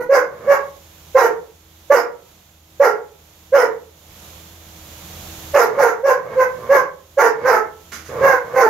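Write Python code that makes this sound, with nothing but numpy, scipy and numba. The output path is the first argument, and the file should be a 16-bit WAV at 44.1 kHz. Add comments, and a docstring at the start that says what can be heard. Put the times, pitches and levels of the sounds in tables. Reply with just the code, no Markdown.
"""Small stone stable: a dog barks and growls at a pig (silent here) through the bars of a pen.
Each bark starts as a closed-mouth tone, opens into a shout of harmonics and air, rougher in some than in others,
and drops in pitch. Growls are uneven fold pulses through a nearly closed mouth. Decaying noise and a few modes
make the walls ring. Straw is scuffed once as bursts of snaps; a distant engine hums as wavering low orders.
The recorder's gain control ducks at loud peaks and creeps back."""
import sys
import numpy as np
from scipy import signal
from scipy.fft import rfft, irfft, next_fast_len
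from scipy.io import wavfile
from scipy.ndimage import uniform_filter1d, minimum_filter1d
from numba import njit

SR = 44100
rng = np.random.default_rng(int(sys.argv[2]) if len(sys.argv) > 2 else 0)


def generate_wav(sig):
    """Save sig (samples, or channels by samples) to the path in sys.argv[1] as 16-bit PCM at SR."""
    pcm = np.round(np.clip(np.atleast_2d(sig).T, -1, 1) * 32767).astype(np.int16)
    wavfile.write(sys.argv[1], SR, pcm)


N = 383229
TIME = np.arange(N) / SR
GROWL_HZ = 120.8  # start of each growl; bark trails fall towards it


def amp(db):
    """Converts dB to an amplitude factor."""
    return 10 ** (np.asarray(db) / 20)


def unit(x):
    """Scales x to rms 1."""
    return x / np.sqrt(np.mean(x ** 2) + 1e-20)


def read(points, hz):
    """Joins the points of a spectrum on a log-frequency axis."""
    point_hz, value = np.transpose(points)
    return np.interp(np.log(hz + 1), np.log(point_hz + 1), value)


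def add(mix, start_s, sound):
    """Adds sound into mix at start_s, cut at the end of mix."""
    part = mix[max(round(start_s * SR), 0):][:len(sound)]
    part += sound[:len(part)]


def colour(x, points):
    """Filters x by a spectrum in dB."""
    size = next_fast_len(x.shape[-1] + 2048, real=True)
    gain = amp(read(points, np.fft.rfftfreq(size, 1 / SR)))
    return irfft(rfft(x, size) * gain, size)[..., :x.shape[-1]]


def wander(size, hz):
    """Slow random curve, rms about 0.8: normal draws at 2 * hz per second joined by lines."""
    at = np.arange(size) * hz * 2 / SR
    return np.interp(at, np.arange(512), rng.standard_normal(512))


def pair(x):
    """Makes two unrelated signals alike in the bass, as two close microphones hear a diffuse field."""
    # left-right likeness: hz, likeness_0_to_1
    likeness = [(60, 0.99), (200, 0.97), (400, 0.61), (1000, 0.34), (2500, 0.1)]
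    size = next_fast_len(x.shape[1], real=True)
    a, b = rfft(x, size)
    same = np.clip(read(likeness, np.fft.rfftfreq(size, 1 / SR)), 0, 1)
    right = same * a + np.sqrt(1 - same ** 2) * b
    return irfft(np.array([a, right]), size)[:, :x.shape[1]]


def bark(length_s, effort_db, top_hz, rough, bright_db, attack_s,
         crest=.24, hold=0.7, jitter=0.04, shimmer=0.84, half_db=-0.5, air_db=-10,
         open_db=-1, shut_db=-19, fade=0.59, closing=0.13, hiss_db=-27.5):
    """Vocal folds start clean; as the mouth opens, overtones rise and the folds break into ragged cycles."""
    # open throat: hz, level_db
    throat = [(100, -45), (260, -28), (330, -20), (420, 1.5), (520, 0), (620, -3.5), (850, -5),
              (1100, -8.5), (1380, -8.5), (1650, -11), (2000, -16.5), (2280, -28.5), (2500, -32),
              (2750, -33.5), (3300, -60.5)]
    # rush of air through the throat: hz, level_db
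    air_rush = [(100, -61.5), (170, -36), (260, -23.5), (330, -13), (430, 0.5), (600, -4), (800, 0.5),
                (1100, -8), (1650, -10.5), (2200, -11.5), (2600, -33), (3500, -39), (6000, -37.5),
                (8000, -50.5), (16000, -51)]
    open_clean_s, open_rough_s = 0.074, 0.0055  # a clean bark's mouth opens slowly, a rough one's at once
    # shares of the top pitch; the drop at the break grows with roughness
    scoop, drop, drop_rough, sink_per_s = 0.225, 0.0456, 0.1278, 0.703
    drop_s = 0.0357

    t = np.arange(0, length_s, 1 / SR)
    u, size = t / length_s, len(t)
    rough = np.clip(rough, 0, 1)
    opened = np.clip(t / (open_clean_s * (1 - rough) + open_rough_s * rough), 0, 1)
    ending = np.clip((u - fade) / (1 - fade), 0, 1)
    mouth = opened * (1 - closing * ending ** 2)  # the jaw drops, then starts to shut
    ragged = rough * opened ** 2

    # pitch: scoop up, drop when the folds break, then sink on
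    break_at = crest + hold * np.clip(1 - rough, .05, .9) ** 2  # sooner in a rough bark
    rise = np.sin(np.pi / 2 * np.clip(u / crest, 0, 1))
    broken_s = np.maximum(t - break_at * length_s, 0)
    fall = np.sin(np.pi / 2 * np.minimum(broken_s / drop_s, 1)) ** 2
    scooped = scoop * (1 - rough) * (1 - rise)
    dropped = (drop + drop_rough * rough) * fall
    hz = top_hz * (1 - scooped - dropped - sink_per_s * broken_s)
    hz = hz * (1 + jitter * (ragged + 0.33) * wander(size, 149.96))
    phase = 2 * np.pi * np.cumsum(hz) / SR

    overtones = amp(bright_db + open_db + shut_db * (1 - mouth))
    voice = np.zeros(size)
    for k in np.arange(2, 13) / 2:
        share = 1 if k % 1 == 0 else ragged ** 1.27 * amp(half_db)  # half lines: strong-weak cycles
        line = amp(read(throat, k * hz)) * np.sin(k * phase + 2 * np.pi * rng.random())
        level = share * (1 if k == 1 else overtones)
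        voice += level * line * (1 + shimmer * np.sqrt(ragged) * wander(size, 59.7))
    puffs = rng.standard_normal(SR // 2)[:size] * (1 + 0.56 * np.cos(phase))  # air escapes once a cycle
    voice += amp(air_db) * (ragged + 0.54) * overtones * unit(colour(puffs, air_rush))

    push = np.sin(np.pi / 2 * np.clip(t / attack_s, 0, 1)) ** 2 * np.cos(np.pi / 2 * ending)
    push = push * (1 - 0.24 * ragged)  # the voice loses power as it breaks
    flow = np.sin(np.pi * u ** 1.05) ** 2.18  # peaks just after mid-bark
    breath = amp(hiss_db) * (0.059 + rough ** 2) * flow * hiss(size)
    return amp(effort_db) * (voice * push + breath)


def hiss(size, patchy_db=7.0):
    """Air over wet teeth and tongue: noise whose bands flicker separately."""
    # air past the teeth: hz, level_db
    teeth = [(1000, -16), (2700, 10.5), (3500, -7), (4300, -1.5), (5200, 3.5), (6300, -1.5), (7300, -9.5),
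             (8300, -7.5), (9600, -4), (10600, -31), (11900, -9.5), (13000, -20), (16000, -22.5)]
    hz, _, z = signal.stft(rng.standard_normal(SR // 2), SR, nperseg=256)
    patches = uniform_filter1d(rng.standard_normal(z.shape), size=6, axis=0)
    patches = unit(uniform_filter1d(patches, size=6, axis=1))
    z = z * amp(read(teeth, hz)[:, None] + patchy_db * patches)
    return unit(signal.istft(z, SR, nperseg=256)[1][:size])


def trail(effort_db, glide_s=0.087, jitter=0.14):
    """As breath runs out, the slackening folds hum on in a falling, fading chest tone."""
    length_s, start_hz, level_db = 0.1, 234, -47.5  # level relative to the bark's effort
    t = np.arange(0, length_s, 1 / SR)
    hz = GROWL_HZ + (start_hz - GROWL_HZ) * np.exp(-t / glide_s)
    hz = hz * (1 + jitter * wander(len(t), 66))
    tone = np.sin(2 * np.pi * np.cumsum(hz) / SR)
    return amp(effort_db + level_db) * tone * signal.windows.tukey(len(t), .6)


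def growl(length_s, level_db, jitter=0.05, noise=0.14):
    """Slow uneven fold pulses: a sinking chest tone, and a mouth rasp that swells towards the end."""
    # resonances of the nearly closed mouth: hz, width_hz, level_db
    snarl = [(167.7, 146, -8), (490, 180, 5), (1080, 180, -4), (1635, 260, -12), (2180, 120, -15)]
    sink_hz_per_s, chest_db = 35, -15
    size = round(length_s * SR)
    u = np.linspace(0, 1, size)
    hz = (GROWL_HZ - sink_hz_per_s * length_s * u) * (1 + jitter * wander(size, 60))
    turns = np.cumsum(hz) / SR
    breath = noise * np.exp(-2 * (turns % 1)) * rng.standard_normal(SR)[:size]
    pulses = np.diff(np.floor(turns), prepend=0) + breath
    rasp = 0
    for centre_hz, width_hz, db in snarl:
        b, a = signal.iirpeak(centre_hz, centre_hz / width_hz, SR)
        rasp = rasp + amp(db) * signal.lfilter(b, a, signal.lfilter(b, a, pulses))
    chest = amp(chest_db) * np.sin(2 * np.pi * turns)
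    sound = chest + unit(rasp) * (0.31 + u ** 3.3)
    return amp(level_db) * sound * signal.windows.tukey(size, .2)


def scuff(level_db, decay_s, rise_s=0.0023):
    """Feet scraping straw: a burst of tiny random snaps that dies away."""
    # straw: hz, level_db
    straw_db = [(100, -1), (500, 1), (900, -2), (1500, 4.5), (2200, 2), (3000, -7), (6500, -14.5),
                (9000, -18.5), (16000, -42)]
    t = np.arange(SR // 3) / SR
    snaps = rng.standard_normal(len(t)) * amp(4.5 * np.minimum(rng.exponential(1, len(t)), 4))
    envelope = np.exp(-t / decay_s) * (1 - np.exp(-t / rise_s))
    return amp(level_db) * unit(colour(snaps, straw_db)) * envelope


def stable(x, gap_s=0.0037, build_s=0.0047):
    """Reflections from stone walls build up, then die band by band, leaving a few ringing tones."""
    # ring time: hz, t60_s
    ring = [(120, 0.47), (500, 0.38), (1200, 0.31), (2400, 0.28), (6000, 0.22), (14000, 0.13)]
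    # strength of the ring: hz, level_db
    wet = [(120, 5), (300, 8.5), (500, -3), (1000, 5), (2500, 4.5), (6000, 8.5), (14000, 10.5)]
    # resonances between the walls: hz, level_at_resonance_db, t60_s
    wall_modes = [(471, -0.5, 0.25), (840, 11, 0.41), (1325, 3.5, 0.53)]
    hz, t, z = signal.stft(pair(rng.standard_normal((2, SR))), SR, nperseg=256)
    t60_s = read(ring, hz)[:, None]
    decay = amp(read(wet, hz)[:, None] - 60 * t / t60_s)
    z = z * decay * np.sqrt(2 * np.log(1000) / t60_s / SR)
    tail = signal.istft(z, SR, nperseg=256)[1][:, :SR]
    t = TIME[:SR]
    for mode_hz, db, t60_s in wall_modes:
        mode = amp(db - 60 * t / t60_s) * np.cos(2 * np.pi * mode_hz * t)
        tail = tail + mode * 2 * np.log(1000) / t60_s / SR
    tail = tail * np.clip((t - gap_s) / build_s, 0, 1)
    return signal.fftconvolve(x[None], tail, axes=1)[:, :N]


def engine(hz=81, waver=0.018, flutter=0.25, rumble_db=-14):
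    """Distant engine: a few wavering low orders over a soft rumble, with two swells; the low rumble of the
    second also carries the pig's lunge."""
    # hum: order_multiple, level_db
    engine_orders = [(1, -2.5), (2, -15), (4, -12)]
    # hum and low rumble swell; the second swell is mostly the thudding of the pig's lunge near 8.1 s: middle_s,
    # half_length_s, boost_db
    engine_swells = [(5.38, 0.19, 2.7), (8.08, .24, 6.8)]
    # rumble: hz, level_db
    rumble_spectrum = [(20, -13), (35, -10), (55, 4), (110, -1), (250, -22), (500, -52.5)]
    steady_db = -38.5
    phase = 2 * np.pi * np.cumsum(hz * (1 + waver * wander(N, 3.3))) / SR
    lines = np.zeros(N)
    for k, db in engine_orders:
        lines += amp(db) * np.sin(round(k) * phase) * (1 + flutter * wander(N, 8.4))
    rumble = amp(rumble_db) * unit(colour(rng.standard_normal(N), rumble_spectrum))
    swell_db = sum(db * np.exp(-np.square((TIME - s) / half_s) ** 2) for s, half_s, db in engine_swells)
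    return amp(steady_db + swell_db) * (unit(lines) + rumble)


def ambience(level_db=-35, swell_db=2.4):
    """Outdoor rumble and hiss: coloured stereo noise at a slowly wavering level."""
    # outdoor background: hz, density_db_per_hz
    outdoors = [(20, -4.5), (55, 9), (110, 7.5), (180, 7.5), (260, -3), (400, -1), (600, 1.5), (1000, -1.5),
                (1800, -6), (2600, -5), (3500, -3.5), (5000, -8.5), (7500, -8.5), (10000, -15),
                (16000, -15)]
    air = unit(colour(pair(rng.standard_normal((2, N))), outdoors))
    return air * amp(level_db + swell_db * wander(N, 1.526))


def scene():
    """Dog and straw ring in the stable, over the outdoor background and engine."""
    # one row a bark, the first only the end of one:
    # start_s, length_s, effort_db, top_pitch_hz, roughness_0_to_1, overtones_db, attack_s
    barks = [ (0.0, 0.022, 2.5, 490, .6, 9, 0.00067), (0.086, .12, 13.5, 560.5, 0.38, -4.5, 0.019),
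             (0.465, .095, 11.5, 559.9, 0.21, -1, 0.029), (1.144, .135, 8.5, 541.9, 0.61, -2, 0.017),
             (1.898, 0.12, 10, 581.2, 0.72, -2, 0.012), (2.796, 0.11, 9.5, 565, 0.64, -2, 0.012),
             (3.518, 0.14, 7.5, 558.8, 0.58, -3.5, 0.022), (5.532, 0.13, 10, 583.4, 0.89, -5, 0.054),
             (5.766, 0.15, 8, 564.5, 0.71, -2.5, 0.03), (6.025, 0.11, 10, 555.3, .36, -2.5, .03),
             (6.348, 0.099, 8, 518.6, 0.17, -4.5, 0.048), (6.686, 0.12, 7.5, 556.3, .24, 3, 0.03),
             (7.168, .125, 11, 565.6, 0.68, -2.5, 0.021), (7.429, 0.17, 7, 519, 0.6, -0.5, 0.038),
             (8.188, 0.19, 2.5, 541, 0.21, 3, 0.064), (8.514, .2, 10.5, 523.7, 0.44, -2, 0.13), ]
    # growls: start_s, length_s, level_db
    growls = [(0.29, 0.21, -15.5), (5.70, 0.076, -8.5), (6.19, 0.17, -13.5), (6.49, 0.34, -17),
              (7.331, 0.132, -8.5), (8.082, 0.17, -8), (8.43, 0.13, -14.5)]
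    # feet in the straw: start_s, level_db, decay_s
    scuffs = [(7.917, -18.5, 0.031), (7.975, -36, 0.03), (8.045, -30.5, 0.034)]
    # dog's side of the stable, brighter on the right: hz, level_db
    dog_side = [(100, -.5), (450, 0.25), (1200, 2.77), (2300, 2.7), (3500, 3), (5000, 8.5), (16000, 10.5)]
    dog, straw = np.zeros(N), np.zeros(N)
    for start_s, length_s, effort_db, *voice in barks:
        add(dog, start_s, bark(length_s, effort_db, *voice))
        add(dog, start_s + length_s, trail(effort_db))
    for start_s, *row in growls:
        add(dog, start_s, growl(*row))
    for start_s, *row in scuffs:
        add(straw, start_s, scuff(*row))
    near = dog + straw
    left, right = near + stable(near)
    return np.array([left, colour(right, dog_side)]) + ambience() + engine()


@njit
def recover(allowed, gain, step):
    """The gain drops at once to what is allowed and creeps back, in dB, towards 1."""
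    out = np.empty(len(allowed))
    for i in range(len(allowed)):
        gain = min(allowed[i], gain ** (1 - step))
        out[i] = gain
    return out


def record(dry, ceiling=0.99, recovery_s=1.357, first_gain=0.062, edge_hz=15750):
    """Port colour, a look-ahead gain control that holds the peaks, then the band limit."""
    # right microphone's port, ringing in the treble: hz, level_over_left_db
    right_port = [(100, 0.5), (500, 3), (1000, 1.5), (2800, 3.5), (3700, 4), (4500, 3), (5200, 5),
                  (6900, 10), (8300, -6), (9600, 5.5), (10700, 8.5), (11900, 15), (13500, 13.5),
                  (16000, 7.5)]
    x = np.array([dry[0], colour(dry[1], right_port)])
    allowed = minimum_filter1d(ceiling / np.maximum(abs(x).max(0), ceiling), size=200)
    gain = uniform_filter1d(recover(allowed, first_gain, 1 / (recovery_s * SR)), size=200)
    lowpass = signal.firwin(511, edge_hz, window=("kaiser", 9), fs=SR)
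    return signal.oaconvolve(x * gain, lowpass[None], "same")


dry = scene()
out = record(dry)
generate_wav(out)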